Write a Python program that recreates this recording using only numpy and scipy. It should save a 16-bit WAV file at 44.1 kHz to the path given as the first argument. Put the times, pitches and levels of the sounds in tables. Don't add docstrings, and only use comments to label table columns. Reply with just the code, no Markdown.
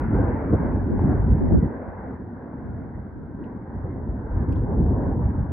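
import sys
import numpy as np
from scipy import signal
from scipy.fft import rfft, irfft, next_fast_len
from scipy.io import wavfile
from scipy.ndimage import uniform_filter1d, map_coordinates

SR = 44100
rng = np.random.default_rng(int(sys.argv[2]) if len(sys.argv) > 2 else 0)


def transcribe(signal):
    frames = np.atleast_2d(signal).T
    limited = np.clip(frames, -1, 1)
    pcm = np.round(limited * 32767).astype(np.int16)
    wavfile.write(sys.argv[1], SR, pcm)


def invert_db(level):
    return 10 ** (np.asarray(level, dtype=float) / 20)


N = 243431

# frequency in Hz, level in dB per Hz.
EXHAUST_HZ_DB = [(16, -38.5), (28, -11), (60, 1), (95, -.5), (160, -5.5), (255, -3.5), (500, -15),
                 (660, -20.5), (930, -20.5), (1220, -32), (1540, -28.5), (2110, -39.5), (3100, -68),
                 (5000, -120)]
# frequency in Hz, left-right likeness from 0 to 1.
LIKENESS_HZ = [(60, 1), (130, 0.94), (300, 0.95), (400, .8), (670, .88), (740, .3), (820, 0.94),
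               (1080, 0.39), (1250, 0.35), (1600, 0.33), (1850, .2), (2100, .9), (2450, 1)]
# frequency in Hz, left lead in radians.
LEAD_HZ_RAD = [(0, 0.12), (1030, 0.2), (1290, -0.52), (1550, 0.12), (1980, -0.65), (2840, -0.45)]
# frequency in Hz, left over right in dB.
BALANCE_HZ_DB = [(60, -1), (92, 0.5), (140, 0.0), (210, -0.5), (320, 0.5), (500, 0.5), (760, 0.5),
                 (1150, 2.0), (1760, -0.5), (2680, -1)]
# time in seconds, loss at 2.6 kHz in dB.
AIR_LOSS_S_DB = [(0, 0), (.7, 2.5), (1.9, 5), (2.3, 9), (3.5, 9.5), (4.7, 10.5), (5.52, 12.5)]
# time in seconds, strength in dB.
WAKE_S_DB = [(0.0, 2.5), (0.16, 8.5), (0.4, -1), (0.56, 6), (0.64, 3), (1.6, 8.5), (1.76, -12), (2.08, -7),
             (2.48, -11.5), (2.56, -7), (3.68, -9), (3.76, -5), (4.24, -2.5), (4.4, 3.5), (4.8, 6.5),
             (5.52, 0.5)]
# time in seconds, strength in dB.
CLARITY_S_DB = [(0.0, 7.5), (0.64, 8.5), (0.88, 1.5), (1.12, 8.5), (1.28, 2.5), (2.08, 2.5), (2.24, -6),
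                (2.4, -2), (2.8, -3), (3.36, -6.5), (3.44, -2), (3.6, -5), (3.76, -2), (4.08, -4.5),
                (4.4, 2.6), (4.64, -0.6), (5.04, 2.5), (5.52, -0.6)]
SPLITS_HZ = [100, 190, 310, 450, 700, 1150]
LAYER_HZ = [65, 140, 245, 375, 560, 900, 1600]
LAYER_DB = [-30, -33, -34.5, -40.5, -44.5, -47.5, -54.5]
WAKE_DB_PER_DB = [1.23, 1.08, 0.61, 0.72, 0.11, 0.088, -0.034]
CLARITY_DB_PER_DB = [-0.018, -0.14, .29, .31, 1.1, 1.0, 1.03]
# time in seconds, gain in dB, half length in seconds, centre in Hz.
SURGES = [(0.137, 2.5, 0.14, 1600), (0.23, 3.4, 0.06, 460), (0.536, 6, 0.015, 140), (0.542, 11, 0.015, 375),
          (0.911, 6, 0.025, 310), (1.07, 5.5, 0.071, 190.6), (1.106, 5, 0.017, 375), (1.13, 1, 0.04, 54.5),
          (1.316, 12, 0.02, 100), (1.53, 10.5, 0.011, 375), (1.644, 4.5, 0.013, 190),
          (1.734, 5.5, 0.06, 375), (1.77, 13, 0.017, 75), (1.906, 4, 0.04, 55), (2.38, 2.4, 0.21, 245),
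          (2.72, 7, 0.04, 100), (2.98, 7.3, 0.025, 100), (3.46, 6.5, 0.048, 243),
          (3.837, 5.5, 0.065, 100.3), (3.848, 4.5, 0.028, 557), (4.032, 3, 0.1, 456),
          (4.113, 12, 0.018, 55), (4.352, 8.5, 0.031, 55), (4.708, 6.5, 0.034, 890), (4.804, 6, 0.015, 187),
          (4.89, 1.5, 0.069, 100), (4.922, 5, 0.15, 560), (5.117, 2.5, 0.16, 908),
          (5.248, 12, 0.025, 100.8), (5.416, 12, 0.021, 100)]
# time in seconds, gain in dB, half length in seconds, centre in Hz.
LULLS = [(0.064, -10.5, 0.027, 560), (0.09, -9, 0.019, 54.4), (0.105, -4, 0.03, 890),
         (0.499, -6, 0.04, 900), (0.59, -10.5, 0.017, 55), (0.586, -12, 0.012, 375), (0.91, -7, 0.06, 100),
         (1.05, -2.5, 0.15, 720), (1.216, -8.5, 0.031, 245), (1.439, -10, 0.047, 100),
         (1.59, -6, 0.015, 900), (1.708, -13, 0.015, 74), (1.95, -8, 0.047, 247), (2.47, -5.4, 0.1, 54.5),
         (2.84, -2.5, 0.15, 375), (3.12, -12.5, 0.029, 140), (3.15, -4, 0.078, 726),
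         (3.56, -2.5, 0.14, 54.5), (3.826, -11.5, 0.018, 243), (4.29, -9, 0.035, 188),
         (4.449, -2.8, 0.15, 460), (4.69, -5, 0.065, 100), (4.829, -3.5, 0.15, 1600),
         (4.88, -7, 0.013, 305), (5.024, -6.5, 0.025, 75), (5.18, -7.5, 0.025, 1600),
         (5.242, -5, 0.015, 245), (5.41, -4.6, 0.1, 375), (5.45, -6.5, 0.012, 55.8),
         (5.483, -6.2, 0.015, 245)]
REACH_OCTAVES = 0.57

# time in seconds, level in dB.
BREEZE_S_DB = [(0.0, -31.5), (0.88, -34.5), (0.96, -24), (1.2, -34), (1.52, -22), (1.68, -35.5),
               (1.76, -47.5), (2.48, -53.5), (2.72, -37.5), (3.12, -52.5), (3.2, -39), (3.36, -49),
               (4.24, -46), (4.32, -39.5), (4.8, -33), (5.52, -40.5)]
# frequency in Hz, level in dB per Hz.
BUFFET_HZ_DB = [(18, -45), (35, -15.5), (60, -4.5), (170, 1), (260, -2), (400, -13), (700, -28),
                (1100, -89)]

# start in seconds, peak in dB, pitch in Hz, left over right in dB.
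THUMPS = [(0.135, -9, 72, 0.5), (0.52, -9, 67, 1), (0.815, -12.5, 94, 1), (1.041, -4, 132, -.5),
          (1.299, -1.5, 103, -1.5), (3.764, -16, 108, 2), (3.839, -16.5, 100, .5), (4.09, -18.5, 78, 0),
          (4.335, -17.5, 59, .5), (4.475, -9.5, 82.3, -.5), (5.069, -4.5, 92, 0.5), (5.225, -12, 100, 0),
          (5.384, -7, 68.8, .5)]
# start in seconds, peak in dB, pitch in Hz, left over right in dB.
KNOCKS = [(0.532, -7.5, 276, 1), (0.734, -17.5, 256, -3), (1.279, -15, 230, .5), (1.349, -18.5, 192, 0.5),
          (1.389, -20, 199, 0), (1.516, -10.5, 189, -2), (1.625, -9, 195, .5), (2.787, -25, 208, -3),
          (4.48, -18.5, 223, 4), (4.583, -20.5, 255, -4), (4.802, -13.5, 193, 1.5), (5.426, -18, 191, 1.5)]
# start in seconds, peak in dB, pitch in Hz, left over right in dB.
CRACKLE = [
    (0.9936, -20.5, 743, 2),
    (1.0265, -29, 694, -0.5),
    (1.3595, -31, 520, 2),
    (1.4705, -25, 530, 4),
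    (1.5095, -21, 589, 1),
    (1.546, -22, 560, -4),
    (2.983, -38, 633, -2.5),
    (3.7115, -37, 554, 0),
    (3.9595, -44, 708, 0),
]

# start in seconds, peak in dB, ring in Hz, edge in dB, rattle T60 in seconds.
TICKS = [(2.12, -72, 4300, -16, .04), (2.15, -72, 4200, -14, .04), (2.165, -77.5, 4000, -16.5, .03),
         (3.4402, -44.5, 2800, -55, .14), (3.795, -75, 4100, -23, .03), (4.525, -42.5, 2570, -13, .12),
         (4.526, -47, 3200, -28.5, .05), (4.534, -49.5, 2900, -16.5, .1), (4.5588, -49, 3390, -24, 0.3),
         (4.568, -61, 4200, -26, .1), (4.586, -65.5, 3600, -28, .12)]

# frequency in Hz, level in dB per Hz.
HISS_HZ_DB = [(2000, 7), (3300, 7), (4000, 3), (5200, 1), (6900, -7), (8500, -5.5), (10500, -7),
              (12000, -13.5)]
HISS_DB, MIRROR_HZ = -91, 9600


def unit(x):
    return x / np.sqrt(np.mean(x ** 2) + 1e-20)


def along(points, hz):
    point_hz, value = np.transpose(points)
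    return np.interp(np.log(hz + 1), np.log(point_hz + 1), value)


def curve(points):
    point_s, value = np.transpose(points)
    return np.interp(np.arange(N) / SR, point_s, value)


def wobble(rate_hz):
    knots = rng.standard_normal(int(N * rate_hz / SR) + 4)
    return map_coordinates(knots, [np.arange(N) * rate_hz / SR])


def filtered(x, response):
    size = next_fast_len(N + SR // 2)
    return irfft(rfft(x, size) * response(np.fft.rfftfreq(size, 1 / SR)), size)[..., :N]


def share(hz, low_hz, high_hz):
    def above(edge_hz):
        return 1 / (1 + (edge_hz / (hz + 1)) ** 12)
    return np.sqrt(above(low_hz) * (1 - above(high_hz)))


def through_air(x, patchy_db):
    hz, t, z = signal.stft(x, SR, nperseg=1024)
    patches = uniform_filter1d(rng.standard_normal(z.shape[1:]), size=5, axis=0)
    patches = uniform_filter1d(patches, size=6, axis=1)
    treble = (np.clip(hz[:, None] - 1500, 0, None) / 1100) ** 2
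    loss_db = np.interp(t, *np.transpose(AIR_LOSS_S_DB)) * treble
    return signal.istft(z * invert_db(patchy_db * unit(patches) - loss_db), SR, nperseg=1024)[1][:, :N]


def ports(pair):
    def colour(hz):
        side_gain = np.tan(np.arccos(np.clip(along(LIKENESS_HZ, hz), 0, 1)) / 2)
        return invert_db(along(EXHAUST_HZ_DB, hz)) * [np.ones_like(hz), side_gain]

    def skew(hz):
        left = invert_db(along(BALANCE_HZ_DB, hz) / 2) * np.exp(.5j * along(LEAD_HZ_RAD, hz))
        return np.array([left, 1 / left])

    mid, side = filtered(pair, colour)
    return filtered(np.array([mid + side, mid - side]), skew)


def layer_levels():
    t = np.arange(N) / SR
    levels_db = np.outer(WAKE_DB_PER_DB, curve(WAKE_S_DB)) + np.c_[LAYER_DB]
    levels_db += np.outer(CLARITY_DB_PER_DB, curve(CLARITY_S_DB))
    for s, gain_db, half_s, hz in SURGES + LULLS:
        near = slice(max(round((s - 4 * half_s) * SR), 0), round((s + 4 * half_s) * SR))
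        octaves = np.log2(np.divide(LAYER_HZ, hz))
        pitch_bell = np.exp(-.5 * (octaves / REACH_OCTAVES) ** 2)
        time_bell = np.exp(-.5 * ((t[near] - s) / half_s) ** 2)
        levels_db[:, near] += gain_db * np.outer(pitch_bell, time_bell)
    return levels_db


def jet():
    roar = ports(through_air(rng.standard_normal((2, N)), patchy_db=1.95))
    edges_hz = [1, *SPLITS_HZ, SR]
    burst = wobble(40)
    burst_db = [.3, .6, 1.1, 1.1, .6, 0.44, 0.24]
    own_db = [.8, 1.8, 2.4, 2.4, 1.7, 1.0, .5]
    own_rate_hz = [14, 36, 41, 55, 58, 60, 97]
    trim_db = [-0.47, -0.87, -0.7, -1.5, -1.78, -0.73, -0.57]
    total = 0
    for k, level_db in enumerate(layer_levels()):
        layer = filtered(roar, lambda hz: share(hz, edges_hz[k], edges_hz[k + 1]) ** 2)
        layer = layer * invert_db(burst_db[k] * burst + own_db[k] * wobble(own_rate_hz[k]))
        slow = np.sqrt(np.abs(uniform_filter1d(np.mean(layer ** 2, axis=0), size=3000)))
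        layer = layer / uniform_filter1d(slow, size=1500) ** .7
        total = total + invert_db(level_db + trim_db[k]) * layer / np.std(np.mean(layer, axis=0))
    return total


def breeze():
    push = filtered(rng.standard_normal(N), lambda hz: invert_db(along(BUFFET_HZ_DB, hz)))
    lumpy = unit(push * invert_db(6.1 * wobble(16)))
    push = invert_db(curve(BREEZE_S_DB) - 2.2) * lumpy
    return np.array([push, -push])


def thumps(table, cycles, trim_db):
    lead = SR // 10
    out = np.zeros((2, N + SR))
    t = np.arange(-lead, lead) / SR
    random_pairs = rng.uniform(-1, 1, (len(table), 2))
    for (s, db, hz, pan_db), (phase, skew) in zip(table, random_pairs):
        length_s = cycles / hz
        shape = np.exp(-(t / length_s) ** 2 * 2)
        start = round((s + length_s / 2) * SR)
        for ear, sign in enumerate((1, -1)):
            wave = shape * np.cos(2 * np.pi * hz * t + np.pi * phase + 0.32 * sign * skew)
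            out[ear, start:][:len(t)] += invert_db(db + trim_db + sign * pan_db / 2) * wave
    return out[:, lead:][:, :N]


def ticks():
    out = np.zeros(N + SR)
    t = np.arange(SR // 4) / SR
    short = invert_db(-60 * t / .008)
    for s, db, hz, edge_db, tail_s in TICKS:
        overtone = invert_db(min(edge_db + 11.5, -8)) * np.sin(2 * np.pi * 1.8 * hz * t)
        ring = (np.sin(2 * np.pi * hz * t) + overtone) * short * (1 - np.exp(-t / .0007))
        noise = rng.standard_normal((2, len(t)))
        edge = invert_db(edge_db) * np.diff(noise[0], prepend=0) * (short + .1 * invert_db(-60 * t / .15))
        shell = signal.iirpeak(0.91 * hz, 2.8, SR)
        dull = signal.lfilter(*shell, signal.lfilter(*shell, noise[1]))
        rattle = invert_db(-9.5) * dull * invert_db(-60 * t / tail_s)
        out[round(s * SR):][:len(t)] += invert_db(db) * (ring + edge + rattle)

    def body(hz):
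        notch = 1 - .8 * np.exp(-((hz - 6600) / 700) ** 2)
        return share(hz, 1800, 16000) / (1 + (hz / 11500) ** 5) * notch

    return filtered(out[:N], body)


def scene():
    eddies = thumps(THUMPS, cycles=1.5, trim_db=-10.5)
    eddies += thumps(KNOCKS, cycles=1.81, trim_db=-4)
    eddies += thumps(CRACKLE, cycles=1.0, trim_db=0.5)
    return jet() + breeze() + eddies + ticks() * invert_db([[1.5], [-1.5]])


def top_cut(x):
    return signal.sosfilt(signal.butter(12, 16000, fs=SR, output="sos"), x)


def record(dry):
    def microphone(hz):
        return (1j * hz / 38) ** 2 / (1 + 1.4j * hz / 38 - (hz / 38) ** 2)

    dry = filtered(dry, microphone)
    slope = filtered(dry, lambda hz: 1j * hz / 100 / (1 + (hz / 210) ** 4))
    mirror = invert_db(-61.5) * slope * np.cos(2 * np.pi * MIRROR_HZ * np.arange(N) / SR)
    noise = rng.standard_normal(N) + .3 * rng.standard_normal((2, N))
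    hiss = filtered(noise, lambda hz: invert_db(along(HISS_HZ_DB, hz)) * share(hz, 2500, 12500))
    hiss = invert_db(HISS_DB) * unit(hiss)
    limited = dry / (1 + np.abs(dry / .52) ** 5) ** (1 / 5)
    return top_cut(limited + mirror + hiss)


dry = scene()
out = record(dry)
transcribe(out)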